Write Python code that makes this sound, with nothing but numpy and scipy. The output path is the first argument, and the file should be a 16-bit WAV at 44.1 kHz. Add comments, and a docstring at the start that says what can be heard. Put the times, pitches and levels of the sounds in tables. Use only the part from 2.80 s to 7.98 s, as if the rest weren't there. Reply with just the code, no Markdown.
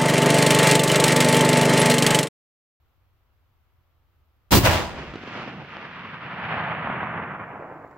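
"""Rifle shot above a wooded valley

One rifle shot close to the microphones: a rough blast of dense pulses with low thumps and a deep rumble,
thrown straight back by the nearest trees. Then countless trunks and slopes return it as a rolling echo of
scattered pulses, fullest from the far hillside, with single sharp slaps among it; the air dulls them with distance.
Close by, a faint rustle ticks and hisses late on, over the soft filtered noise of still air."""
import sys
import numpy as np
from scipy import signal
from scipy.fft import rfft, irfft, next_fast_len
from scipy.io import wavfile
from scipy.ndimage import uniform_filter1d

SR = 44100
rng = np.random.default_rng(int(sys.argv[2]) if len(sys.argv) > 2 else 0)


def transcribe(signal):
    """Save signal, clipped to [-1, 1], as a 16-bit WAV file at the path in sys.argv[1]."""
    frames = np.atleast_2d(signal).T
    limited = np.clip(frames, -1, 1)
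    pcm = np.round(limited * 32767).astype(np.int16)
    wavfile.write(sys.argv[1], SR, pcm)


N = 228334
TIME = np.arange(N) / SR  # s
SIZE = next_fast_len(N)
BINS = np.maximum(np.arange(SIZE // 2 + 1) * SR / SIZE, 1)  # Hz
CENTRES = np.geomspace(25, 16000, 29)  # third octaves, Hz
SHOT_S = 1.707


# Colour of the report. Each row: frequency in Hz, relative level in dB.
REPORT_COLOUR = [(15, -51.5), (25, -6.5), (104, -5.5), (209, -4), (240, -6.5), (359, -7), (457, -13),
                 (537, -10), (970, -12), (1240, -15.5), (3000, -18.5), (4380, -20.5), (7910, -27.5),
                 (10900, -32.5), (15500, -27.5)]
# Narrow lifts in the report's uneven spectrum. Each row: frequency in Hz, width in Hz, lift in dB.
REPORT_LIFTS = [(109.7, 13, 5.5), (156.6, 14, 8.5), (205, 27, 4), (280, 9.1, 4.5), (353, 47, 4),
                (377, 16, 2), (671, 25, 1.5), (816, 53, 2), (975, 75.8, 5), (1860, 40.5, 3),
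                (2780, 21.4, 9.5), (4840, 130, 4.5), (6460, 26, 2.5), (12900, 31, 4.5)]
# Left-right likeness of sounds close to the microphones. Each row: frequency in Hz, correlation (-1 to 1).
NEAR_LIKENESS = [(60, .65), (200, .75), (650, .76), (1400, .5), (3100, .15), (7000, .03), (15000, -.09)]
# The muzzle blast, then its returns from the ground close by, the nearest trees and the wood behind them.
# Each row: full at in seconds, hold in seconds, rise in dB per s, fall in dB per s before its share below,
# then boom, bark and crack levels in dB.
BURSTS = [(1.725, 0.017, 1096.5, 900, -21, -16, -18.5), (1.753, .016, 649.5, 300, -15, -21, -17.5),
          (1.859, 0.0072, 597.5, 454, -24.5, -15, -24), (1.890, 0.053, 240, 113.5, -27.5, -22, -32)]
# Timing of boom, bark and crack; the boom lasts longest.
# Each row: delay in seconds (positive starts later, negative earlier), share of the fall rate.
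BURST_RANGES = [(-0.0037, .7), (0.00096, 0.86), (-0.0035, 1.09)]


def report(dulling_db_per_s=55, dull_from_s=1.816, boom_split_hz=400, crack_split_hz=3500,
           bass_edge_hz=100, bass_db=-5, sizzle_db=4, pan_db=-0.4):
    """The blast and its thick near reflections: dense pulses that start with a sizzle, then lose treble."""
    pulses = arrivals(per_s=1500, spread_db=4.5, diffuse=0.73)
    spectrum = stereo_spectrum(pulses, NEAR_LIKENESS) * near_reflections()
    lifts_db = sum(lift / (1 + (2 * (BINS - hz) / width) ** 2) for hz, width, lift in REPORT_LIFTS)
    shelf_db = bass_db / (1 + (BINS / bass_edge_hz) ** 4)  # the deepest part travels in the thumps
    spectrum = spectrum * from_db(at_hz(REPORT_COLOUR, BINS) + lifts_db + shelf_db)
    age = np.clip(TIME - dull_from_s, 0, .3)

    def treble_loss(hz):
        """Loss in dB, in proportion to frequency; the settings hold at 8 kHz."""
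        return (dulling_db_per_s * age - sizzle_db) * hz / 8000

    levels_db = range_levels(BURSTS, BURST_RANGES)
    blast = play(spectrum, [boom_split_hz, crack_split_hz], levels_db, treble_loss, even_s=0.024)
    onset = np.clip((TIME - SHOT_S) / 0.0031, 0, 1)
    return blast * onset * panned(pan_db)


def near_reflections(count=14, spread_s=.03, strength=0.073):
    """Ground and objects within a few metres repeat the blast at once and comb its spectrum."""
    taps = np.zeros(SIZE)
    places = (rng.uniform(.1, 1, count) * spread_s * SR).astype(int)
    taps[places] = strength * rng.choice([-1, 1], count)
    return 1 + rfft(taps) * BINS / np.hypot(BINS, 700)  # small objects do not return long waves


def buffet(start_s=1.718, level_db=-16, swell_s=0.0088, low_hz=70, high_hz=500):
    """The push of the blast jolts each microphone port on its own."""
    band = signal.butter(2, [low_hz, high_hz], "band", fs=SR, output="sos")
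    jolts = signal.sosfilt(band, rng.standard_normal((2, N)))
    age = np.clip((TIME - start_s) / swell_s, 0, 30)
    return from_db(level_db) * age * np.exp(1 - age) * jolts / jolts.std()


# The deep pressure wave and its returns from the slope.
# Each row: start in seconds, peak of the swell in dB, pitch in Hz, swell time in seconds.
THUMPS = [(1.729, -18.5, 74, 0.011), (1.768, -9.5, 101.6, 0.0074), (1.834, -13, 114, 0.0071),
          (1.883, -12.5, 84, 0.0084), (1.948, -20, 82.5, 0.0089)]


def thumps():
    """Each deep wave is a sine that swells and dies within a few cycles."""
    out = np.zeros(N)
    for s, peak_db, hz, swell_s in THUMPS:
        age = np.clip(TIME - s, 0, 30 * swell_s)
        envelope = age / swell_s * np.exp(1 - age / swell_s)
        out += from_db(peak_db) * envelope * np.sin(2 * np.pi * hz * age)
    return out


# The ground-hugging rumble of the shot and its one return.
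# Each row: full at in seconds, hold in seconds, rise in dB per s, fall in dB per s, level in dB.
RUMBLES = [(1.716, 0.14, 3999.5, 79, -28.5), (2.291, .01, 71, 140.5, -46.5)]
# Colour of the rumble. Each row: frequency in Hz, relative level in dB.
RUMBLE_COLOUR = [(12, -29), (25, -8.5), (45, -2.5), (65, 7), (100, -7), (200, -31.5), (1000, -90)]


def deep_rumble():
    """The longest waves cling to the ground and outlast the crack."""
    level = sum(from_db(level_db) * swell(*shape) for *shape, level_db in RUMBLES)
    return level * coloured(rng.standard_normal((2, N)), RUMBLE_COLOUR)


# Colour of the echo before the air dulls it. Each row: frequency in Hz, relative level in dB.
ROLL_COLOUR = [(20, -44.5), (45, -33), (80, -6.5), (160, 5), (230, 1), (300, -4.5), (410, -6), (600, -4.5),
               (850, -4), (1300, -2), (2000, -3), (2800, -3.5), (3900, -11.5), (5400, -12), (9000, -18.5)]
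# Left-right likeness of the distant echo. Each row: frequency in Hz, correlation (0 to 1).
FAR_LIKENESS = [(60, 1), (200, 0.97), (650, 0.95), (1400, 0.94), (3100, 0.28), (7000, 0.24)]
# Each slope of the valley sends back one swell of the echo, the far hillside the broadest.
# Each row: full at in seconds, hold in seconds, rise in dB per s, fall in dB per s before its share below,
# then rumble, roar and rush levels in dB.
SLOPES = [(2.12, 0.026, 200, 55.5, -38.5, -39.5, -38), (2.545, 0.079, 74, 70, -41, -40, -37),
          (2.77, 0.015, 78, 144, -39.5, -45, -61), (2.94, .06, 118, 80, -49.5, -45, -40.5),
          (3.16, 0.32, 38, 33.5, -45.5, -50, -40), (3.72, 0.15, 52, 57.5, -37.5, -35, -31.5),
          (4.05, .33, 31, 33, -37, -37.5, -32.5), (4.77, 0.024, 33.5, 30.5, -52, -41, -52.5)]
# Timing of rumble, roar and rush.
# Each row: delay in seconds (positive starts later), share of the fall rate.
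SLOPE_RANGES = [(0, 0.95), (0.026, 1.08), (0, 0.84)]


def rolling_echo(start_s=2.042, rise_s=0.16, rumble_split_hz=300, rush_split_hz=1000,
                 pan_db=-0.95, left_lag_s=.00005):
    """Trees and slopes each send back a small copy of the shot, a little from the right."""
    pulses = arrivals(per_s=1100, spread_db=1.5, diffuse=1.07)
    spectrum = stereo_spectrum(pulses, FAR_LIKENESS) * from_db(at_hz(ROLL_COLOUR, BINS))
    spectrum = spectrum * np.exp(-2j * np.pi * BINS * np.array([[left_lag_s], [0]]))
    levels_db = range_levels(SLOPES, SLOPE_RANGES)
    roll = play(spectrum, [rumble_split_hz, rush_split_hz], levels_db,
                lambda hz: path_loss(hz, TIME), even_s=0.1)
    onset = np.clip((TIME - start_s) / rise_s, 0, 1)
    return roll * clumps() * onset * panned(pan_db)


def clumps(depth_db=1.21, length_s=.022):
    """Trees stand in groups, so their returns bunch: a gain that wavers at random."""
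    wander = rng.standard_normal(N)
    for _ in range(2):
        wander = uniform_filter1d(wander, size=int(length_s * SR))
    return from_db(depth_db * wander / wander.std())


# Single returns from large faces of the terrain.
# Each row: middle of the wave in seconds, its peak in dB before panning, pulse length in ms, pan in dB to the left.
SLAPS = [(2.304, -31, 4, 0), (2.339, -28, 3, -1.5), (2.358, -23, 2.6, -2), (2.391, -35, 2.5, 0),
         (2.437, -27, 2, 1.5), (2.477, -27, 2, -.5), (2.679, -33, 2, -.5), (2.969, -21, .6, .5),
         (3.714, -21, .7, -1), (4.074, -14, .55, -1), (4.101, -16, .9, -1), (4.231, -17, .7, -1),
         (4.239, -18, .7, -1), (4.272, -21, .6, -1.5), (4.394, -22, 1.1, -1), (4.825, -30, 1.1, 0),
         (4.925, -30, 1.4, -1), (5.048, -29, 1.1, -.5)]


def slaps(splash_db=-14, splash_pulse_lengths=2.2, splash_edge_hz=3000):
    """A large face returns an N-shaped wave in a short splash of scattered sound, dulled by the air."""
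    out, local = np.zeros((2, N)), np.arange(-2048, 2048) / SR
    hz = np.maximum(np.arange(len(local) // 2 + 1) * SR / len(local), 1)
    for s, peak_db, length_ms, pan_db in SLAPS:
        phase = 2000 * local / length_ms  # -1 to 1 across the pulse
        air = from_db(-path_loss(hz, s))
        wave = irfft(rfft(phase * (abs(phase) < 1)) * air)
        fade = (phase > -1) * np.exp(-abs(phase) / (2 * splash_pulse_lengths))
        scattered = rfft(fade * rng.standard_normal(len(local)))
        splash = irfft(scattered * air / np.hypot(hz, splash_edge_hz))
        slap = wave / abs(wave).max() + from_db(splash_db) * splash * fade.std() / splash.std()
        start = round(s * SR) - len(local) // 2
        out[:, start:start + len(local)] += slap * from_db(peak_db) * panned(pan_db)
    return out


# Sound skimming the ground cancels in a band of the low middle.
# Each row: arrival in seconds, depth in dB (negative lifts the band).
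GROUND_DIP = [(2.1, -5), (2.8, -1), (3.2, -1), (3.8, 12.5), (4.3, 6), (4.8, 2.5)]
GROUND_DIP_HZ, GROUND_DIP_OCTAVES = 386, 0.68
# The longer the path, the lower the air's treble edge.
AIR_EDGE_HZ, AIR_SINK_OCTAVES_PER_S = 4440, 0.62


def path_loss(hz, s):
    """Loss in dB of an echo arriving at time s: the air takes the treble, the ground alters a low band."""
    edge_hz = AIR_EDGE_HZ * 2 ** (-AIR_SINK_OCTAVES_PER_S * (s - SHOT_S))
    dip_db = np.interp(s, *np.transpose(GROUND_DIP))
    air_db = np.minimum(4.3 * (hz / edge_hz) ** 2, 120)
    return air_db + dip_db * np.exp(-(np.log2(hz / GROUND_DIP_HZ) / GROUND_DIP_OCTAVES) ** 2)


# Small dry ticks close by. Each row: start in seconds, level in dB before the common tick_db.
TICKS = [(4.128, -64), (4.3624, -64.5), (4.539, -69.5), (5.0756, -69.5), (5.111, -64)]
# Colour of the rustle. Each row: frequency in Hz, relative level in dB.
RUSTLE_COLOUR = [(1500, -4.5), (4500, 2), (6200, -2.5), (7400, 4.5), (8800, -12.5), (15000, -5)]


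def rustle(start_s=4.44, start_db=-85, growth_db_per_s=7, tick_s=0.00276, tick_db=-8):
    """Tiny ticks and a thin, slowly growing hiss close by, as of cloth or dry grass."""
    hiss = from_db(start_db + growth_db_per_s * (TIME - start_s)) * (TIME >= start_s)
    ticks = 0
    for s, level_db in TICKS:
        decay = np.exp(-np.minimum(abs(TIME - s) / tick_s, 20))
        ticks = ticks + from_db(level_db + tick_db) * (TIME >= s) * decay
    grains = arrivals(per_s=60, spread_db=1.5, diffuse=3.4)
    return (hiss + ticks) * coloured(grains, RUSTLE_COLOUR)


# Still air over the valley. Each row: frequency in Hz, relative level in dB.
AIR = [(25, -14), (80, 0), (120, -9), (170, -25.5), (350, -25), (450, -27.5), (900, -26), (1300, -25.5),
       (1600, -31.5), (3000, -34.5), (6000, -46), (9500, -53.5), (13000, -38.5), (15500, -41)]


def still_air(level_db=-64.5):
    """A soft low rumble and a faint hiss of the forest, from steady filtered noise."""
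    return from_db(level_db) * coloured(rng.standard_normal((2, N)), AIR)


def arrivals(per_s, spread_db, diffuse):
    """Two unrelated streams of small pulses of uneven size, on a diffuse bed of noise."""
    loudness_db = spread_db * np.clip(rng.standard_normal((2, N)), -2, 2)
    sizes = from_db(loudness_db) * rng.choice([-1, 1], (2, N))
    clicks = sizes * (rng.random((2, N)) < per_s / SR)
    return clicks / clicks.std() + diffuse * rng.standard_normal((2, N))


def stereo_spectrum(streams, likeness):
    """Long waves reach both microphones alike, short ones differ."""
    mid, side = rfft(streams, SIZE)
    alike = np.clip(at_hz(likeness, BINS), -.99, .99)
    return np.sqrt(1 + alike) * mid + np.sqrt(1 - alike) * side * [[1], [-1]]


def coloured(streams, colour):
    """Two streams made into a nearby stereo sound of the given colour; the channel mean has rms 1."""
    spectrum = stereo_spectrum(streams, NEAR_LIKENESS) * from_db(at_hz(colour, BINS))
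    sound = irfft(spectrum, SIZE)[:, :N]
    return sound / sound.mean(0).std()


def play(spectrum, splits_hz, levels_db, loss_db, even_s):
    """Dull each third octave by loss_db(Hz), then hold the low, middle and high range at their levels."""
    out, ranges = 0, np.searchsorted(splits_hz, CENTRES)
    for k, level_db in enumerate(levels_db):
        part = 0
        for hz in CENTRES[ranges == k]:
            window = np.interp(np.log(BINS), np.log(CENTRES), 1. * (CENTRES == hz))
            part = part + from_db(-loss_db(hz)) * irfft(spectrum * window, SIZE)[:, :N]
        power = part.mean(0) ** 2
        for _ in range(2):  # grain shorter than even_s stays free
            power = uniform_filter1d(power, size=int(even_s * SR))
        out = out + part * from_db(level_db) / np.sqrt(abs(power) + 1e-20)
    return out


def range_levels(returns, ranges):
    """Level in dB of the low, middle and high range: the swells of all returns add in power."""
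    levels_db = []
    for k, (delay_s, fall_share) in enumerate(ranges):
        power = 0
        for s, hold_s, rise, fall, *range_db in returns:
            gain = from_db(range_db[k]) * swell(s + delay_s, hold_s, rise, fall * fall_share)
            power = power + gain ** 2
        levels_db.append(10 * np.log10(power))
    return levels_db


def swell(full_s, hold_s, rise_db_per_s, fall_db_per_s):
    """Gain that rises to one, holds and dies away."""
    age = TIME - full_s
    slope_db = np.minimum(rise_db_per_s * age, fall_db_per_s * (hold_s - age))
    return from_db(np.clip(slope_db, -150, 0))


def from_db(db):
    """Decibels to gain."""
    return 10 ** (np.asarray(db) / 20)


def at_hz(points, hz):
    """Read a table on a log-frequency axis."""
    known_hz, values = np.transpose(points)
    return np.interp(np.log(hz), np.log(known_hz), values)


def panned(pan_db):
    """Left and right gains that differ by pan_db; positive favours the left."""
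    return from_db(np.array([[.5], [-.5]]) * pan_db)


def scene():
    """The shot, its echoes and the quiet around them."""
    shot = report() + buffet() + thumps() + deep_rumble()
    return shot + rolling_echo() + slaps() + rustle() + still_air()


def record(dry, cutoff_hz=15800):
    """The highest peaks are rounded off and the top is cut."""
    rounded = dry / (1 + dry ** 6) ** (1 / 6)
    top_cut = signal.ellip(12, .1, 80, cutoff_hz, fs=SR, output="sos")
    return signal.sosfilt(top_cut, rounded)


dry = scene()
out = record(dry)
transcribe(out)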